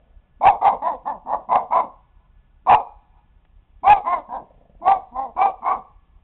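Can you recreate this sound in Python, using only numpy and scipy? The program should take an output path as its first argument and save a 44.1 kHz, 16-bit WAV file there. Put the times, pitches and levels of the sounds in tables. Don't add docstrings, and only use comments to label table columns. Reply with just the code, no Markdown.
import sys
import numpy as np
from scipy import signal
from scipy.fft import rfft, irfft
from scipy.io import wavfile
from scipy.ndimage import uniform_filter1d

SR = 44100
rng = np.random.default_rng(int(sys.argv[2]) if len(sys.argv) > 2 else 0)


def decibels_to_gain(level_db):
    exponent = np.asarray(level_db, float) / 20
    return 10 ** exponent


def digitize_waveform(pressure):
    field = np.atleast_2d(pressure).T
    bounded = np.clip(field, -1, 1)
    quanta = np.round(bounded * 32767).astype(np.int16)
    wavfile.write(sys.argv[1], SR, quanta)


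N = 274743
LEAD_IN_S = .04


def at_hz(points, hz):
    points_hz, values = np.array(points).T
    return np.interp(np.log(hz + 1), np.log(points_hz), values)


def rms_one(x):
    return x / np.sqrt(np.mean(np.abs(x) ** 2) + 1e-20)


def wander(rate_hz, size):
    r = np.exp(-2 * np.pi * rate_hz / SR)
    noise = rng.standard_normal(size + 4000)
    return rms_one(signal.lfilter([1], [1, -2 * r, r * r], noise)[4000:])


def dog():
    # start in seconds, opening level in dB, swell in seconds,
    # hold in seconds, peak level in dB.
    bark_events = [(0.411, -22, .064, 0.015, -3.5), (0.614, -26, 0.047, 0.028, -10),
                   (0.821, -28, 0.05, 0.017, -16), (1.054, -31, 0.025, 0.021, -21.5),
                   (1.26, -38.5, 0.046, 0.038, -19.5), (1.489, -30.5, 0.036, 0.042, -12),
                   (1.706, -29, .022, 0.075, -16.5), (2.665, -17, 0.038, 0.047, -9),
                   (3.834, -30.5, .046, .048, -6.5), (4.046, -33, 0.027, 0.071, -18),
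                   (4.29, -35.5, .05, .025, -27), (4.817, -40.5, 0.058, 0.053, -12.5),
                   (5.122, -48, 0.048, 0.072, -22.5), (5.365, -24.5, 0.0483, 0.019, -12.5),
                   (5.621, -36.5, 0.043, 0.071, -17.5)]
    # top pitch in Hz, share of it at the opening, share at the end,
    # brightness in dB, drop after the hold in dB.
    bark_arches = [(412.5, 0.65, .8, 1.5, 18.5), (407.5, 1, 0.43, 1.5, 12), (354, .78, .66, 2.5, 9.5),
                   (294, 0.58, 0.6, -1.5, 10), (281, 0.64, 1, -4.5, 13), (250.6, 1, 0.89, 1, 11.5),
                   (337.4, .76, 0.78, -0.5, 13.5), (415.8, 0.69, 1, 1.5, 15), (415.3, 0.77, 0.92, 5, 13),
                   (353, 0.75, .8, 6, 11), (267, 0.81, 0.27, -2.5, 11), (391.8, .82, 0.95, 0.5, 11.5),
                   (269, .86, 0.82, -5, 11.5), (399.5, 0.83, 0.98, 3, 4), (379.2, .76, 0.5, 2.5, 13)]
    roughness = [.45, .65, .2, .1, .5, .8, .5, .75, .33, .2, .25, .28, .1, .5, .72]
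    openings = [0.87, 0.89, 0.89, 0.89, 0.89, 0.91, 0.93, 0.91, 0.9, 0.95, 0.86, 0.89, 0.87, 0.93, 0.98]
    tongues_hz = [2260, 2100, 1870, 1770, 1800, 2070, 2170, 2390, 2260, 2056, 1620, 2162, 1960, 2322, 2170]
    out = growl()
    for event, arch, *manner in zip(bark_events, bark_arches, roughness, openings, tongues_hz):
        call = bark(effort(*event, *arch), *manner)
        at = round((event[0] - LEAD_IN_S) * SR)
        out[at:at + len(call)] += call
    return out


def effort(s, opening_db, swell, hold, peak_db, pitch_hz, opening, closing, bright_db, drop_db):
    drop_s, trail_s, trail_db = .03, .065, 14.5
    times = s + np.cumsum([0, swell / 2, swell / 2, hold / 2, hold / 2, drop_s, trail_s])
    halfway_db = opening_db + 0.44 * (peak_db - opening_db)
    from_peak_db = peak_db - np.cumsum([0, 0, 0, drop_db, trail_db])
    level_db = np.array([opening_db, halfway_db, *from_peak_db])

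    swell_pitch, held_pitch = 0.95, 1
    risen = opening + .72 * (swell_pitch - opening)
    sagged = held_pitch + 0.51 * (closing - held_pitch)
    pitch = pitch_hz * np.array([opening, risen, swell_pitch, 1, held_pitch, sagged, closing])

    chest_db = -38 - (1 - 0.18) * level_db
    chest_db = chest_db + 0.5 * (times == times[-1])
    bright_db = bright_db + 0.36 * (level_db - peak_db)
    return np.transpose([times, level_db, pitch, chest_db, bright_db])


def bark(rows, hoarse, mouth, tongue_hz):
    times, *columns = np.transpose(rows)
    start, end = times[0], times[-1]
    size = 10240
    t = start - LEAD_IN_S + np.arange(size) / SR
    level_db, pitch, chest_db, bright_db = (np.interp(t, times, column) for column in columns)
    shut = np.clip((t - start) / (end - start) * 2.5 - 1.5, 0, 1)

    pitch = pitch * (1 + 5 * np.minimum(t - start, 0))
    pitch = pitch * (1 - .07 * shut)
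    noise_share = hoarse * np.clip((420 - pitch) / 70, .8 * hoarse, 1.2)
    pitch = pitch * (1 + (.004 + .02 * hoarse) * wander(60, size))
    cycle = 2 * np.pi * np.cumsum(pitch) / SR

    folds = 0
    for k in range(1, 17):
        smear = (wander(150, size) + 1j * wander(150, size)) / np.sqrt(2)
        noisy = noise_share ** min(k / 2.5, 1, (4.5 / k) ** 2)
        strength = np.sqrt(1 - noisy) + np.sqrt(noisy) * smear
        folds = folds + np.real(strength * np.exp(1j * k * (cycle + .7 * k)))

    opened_bands = throat(folds, mouth, tongue_hz)
    shut_bands = throat(folds, mouth * 0.67, tongue_hz)
    chest, main, high = (a * (1 - shut) + b * shut for a, b in zip(opened_bands, shut_bands))
    even = uniform_filter1d(main ** 2, size=600) ** -.5
    opened = np.clip((t - start) / .004 + .5, 0, 1)
    hum = np.clip(1 + (t - start) / .024, 0, 1) * decibels_to_gain(-1.5 * (2 - opened))
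    voice = decibels_to_gain(chest_db) * rms_one(chest) * hum ** 2
    voice = voice + (main + decibels_to_gain(bright_db) * high) * even * opened
    gusts_db = 2.0 * wander(30, size)
    return voice * decibels_to_gain(level_db + gusts_db) * np.clip((end - t) / .03, 0, 1)


def throat(x, mouth, tongue_hz):
    # frequency in Hz, level in dB.
    throat_curve = [(120, -14), (260, -0.4), (430, -8.5), (560, -19.5), (800, -0.4), (1100, 1.5),
                    (1230, -6.5), (1420, -26), (1900, -37), (2700, -43), (3500, -48.5), (4300, -37)]
    hz = np.fft.rfftfreq(len(x), 1 / SR)
    spectrum = rfft(x) * decibels_to_gain(at_hz(throat_curve, hz / mouth))
    tongue = 1 + decibels_to_gain(18) / (1 + (2 * (hz - tongue_hz) / 150) ** 2)
    chest = np.clip((480 - hz) / 60, 0, 1)
    high = np.clip((hz - 1300) / 200, 0, 1)
    return [irfft(spectrum * part, len(x)) for part in (chest, 1 - chest - high, high * tongue)]


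def growl():
    # start in seconds, end in seconds, first level in dB, last level in dB.
    growl_spans = [
        (0.0, 0.386, -59, -77),
        (4.467, 4.831, -51, -56.5),
    ]
    breath_leaks = [
        1.5,
        .12,
    ]
    t = np.arange(N) / SR
    flaps_per_s = 25 * (1 + .12 * wander(8, N))
    cycle = np.cumsum(flaps_per_s) / SR % 1
    noise = rng.standard_normal(N)
    puffs = 0
    for (start, end, *ends_db), leak in zip(growl_spans, breath_leaks):
        swell = decibels_to_gain(np.interp(t, [start, end], ends_db)) * (t >= start) * (t < end)
        puffs = puffs + noise * swell * rms_one(np.exp(-cycle / 0.13) + leak)
    chest, main, high = throat(puffs, mouth=0.63, tongue_hz=1830)
    return decibels_to_gain(12.5) * (chest * decibels_to_gain(3.5) + main + high)


def hallway(x):
    # frequency in Hz, time to fall by 60 dB in seconds.
    hall_decay = [(150, .3), (420, .38), (700, .33), (1000, .33), (1500, .2), (2500, .26), (4000, .18)]
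    t = np.arange(SR) / SR
    early = 0
    for low in 125 * 2 ** np.arange(0, 5.1, .5):
        band_pass = signal.butter(2, [low, low * np.sqrt(2)], "band", fs=SR, output="sos")
        band = signal.sosfilt(band_pass, rng.standard_normal(SR))
        early = early + rms_one(band) * np.sqrt(low) * decibels_to_gain(-60 * t / at_hz(hall_decay, low))
    early = early * np.clip((t - .003) / .006, 0, 1)
    early = early / np.linalg.norm(early) / np.sqrt(4)

    rooms = rng.standard_normal(SR) * decibels_to_gain(-60 * t / 1.1) * (1 - np.exp(-t / .05))
    far_wall = rng.standard_normal(SR) * np.exp(-((t - .46) / .03) ** 2)
    tail = decibels_to_gain(-24) * rooms / np.linalg.norm(rooms) + decibels_to_gain(-38) * far_wall / np.linalg.norm(far_wall)
    tail = np.diff(tail, prepend=0)
    return signal.fftconvolve(x, decibels_to_gain(-15.5) * early + tail)[:N]


def house():
    # frequency in Hz, density in dB per Hz.
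    room_tone = [(12, -19), (20, -11), (55, -14.5), (92, -24.5), (150, -23), (290, -35), (550, -40),
                 (800, -36), (1270, -41.5), (1600, -48.5), (2500, -46), (3900, -50.5), (4600, -80.5),
                 (8000, -120)]
    # frequency in Hz, level in dB.
    motor_whine = (1717, -84)
    # time in seconds, peak level in dB.
    claw_ticks = [
        (3.45, -49),
    ]
    t, hz = np.arange(N) / SR, np.fft.rfftfreq(N, 1 / SR)
    air = rfft(rng.standard_normal(N)) * decibels_to_gain(at_hz(room_tone, hz))
    bass = 1 / (1 + (hz / 200) ** 4)
    rumble = irfft(air * bass, N) * decibels_to_gain(2.5 * wander(12, N))
    rustle = irfft(air * (1 - bass), N) * decibels_to_gain(0.61 * wander(16.0, N))
    tone = decibels_to_gain(-58.5) * rms_one(rumble + rustle)

    whine_hz, whine_db = motor_whine
    whine = decibels_to_gain(whine_db + 3 + 2.5 * wander(12, N)) * np.sin(2 * np.pi * whine_hz * t)

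    ticks = np.zeros(N)
    for s, db in claw_ticks:
        at = round(s * SR)
        ticks[at:at + 900] += decibels_to_gain(db) * rng.standard_normal(900) * np.exp(-np.arange(900) / 200)
    return tone + whine + signal.lfilter([.3], [1, -.8], ticks)


def electronics():
    # frequency in Hz, level in dB, throbs per second, phase in radians, stop in seconds.
    throbbing_whine = (1465, -81, 15.02, 1.49, 3.4)
    # time into the loop in seconds, relative size.
    clock_bumps = [
        (0.039, 0.32),
        (0.107, 0.47),
        (0.142, 0.44),
        (0.171, .99),
        (0.196, 0.49),
    ]
    t = np.arange(N) / SR
    line_hz, line_db, throbs, phase, stop = throbbing_whine
    throb = np.clip(.4 + np.cos(2 * np.pi * throbs * t + phase), 0, 1) * (t < stop)
    whine = decibels_to_gain(line_db + 4) * throb * np.sin(2 * np.pi * line_hz * t)

    loop_s = 3 / throbs
    bumps = 0
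    for s, size in clock_bumps:
        for lap in (0, 1):
            u = (t % loop_s - s + lap * loop_s) / 0.0043
            bumps = bumps + size * u * np.exp(-u ** 2 / 2)
    return whine + decibels_to_gain(-39.5 + 2 * wander(3.5, N)) * bumps


def scene():
    voice = dog()
    return (decibels_to_gain(-1.0) * voice + hallway(voice) + house() + electronics())[None]


def top_cut(x):
    return signal.sosfilt(signal.butter(12, 15600, fs=SR, output="sos"), x)


def record(dry):
    limit = np.where(dry > 0, .45, .69)
    x = dry / (1 + np.abs(dry / limit) ** 12) ** (1 / 12)
    x = signal.sosfilt(signal.butter(1, 14, "high", fs=SR, output="sos"), x)
    x = signal.sosfilt(signal.cheby2(10, 60, 4650, fs=SR, output="sos"), x)
    rail, hiss_db = .71, -102
    x = np.clip(x, -rail, rail) + decibels_to_gain(hiss_db) * rng.standard_normal(x.shape)
    return top_cut(x)


dry = scene()
out = record(dry)
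digitize_waveform(out)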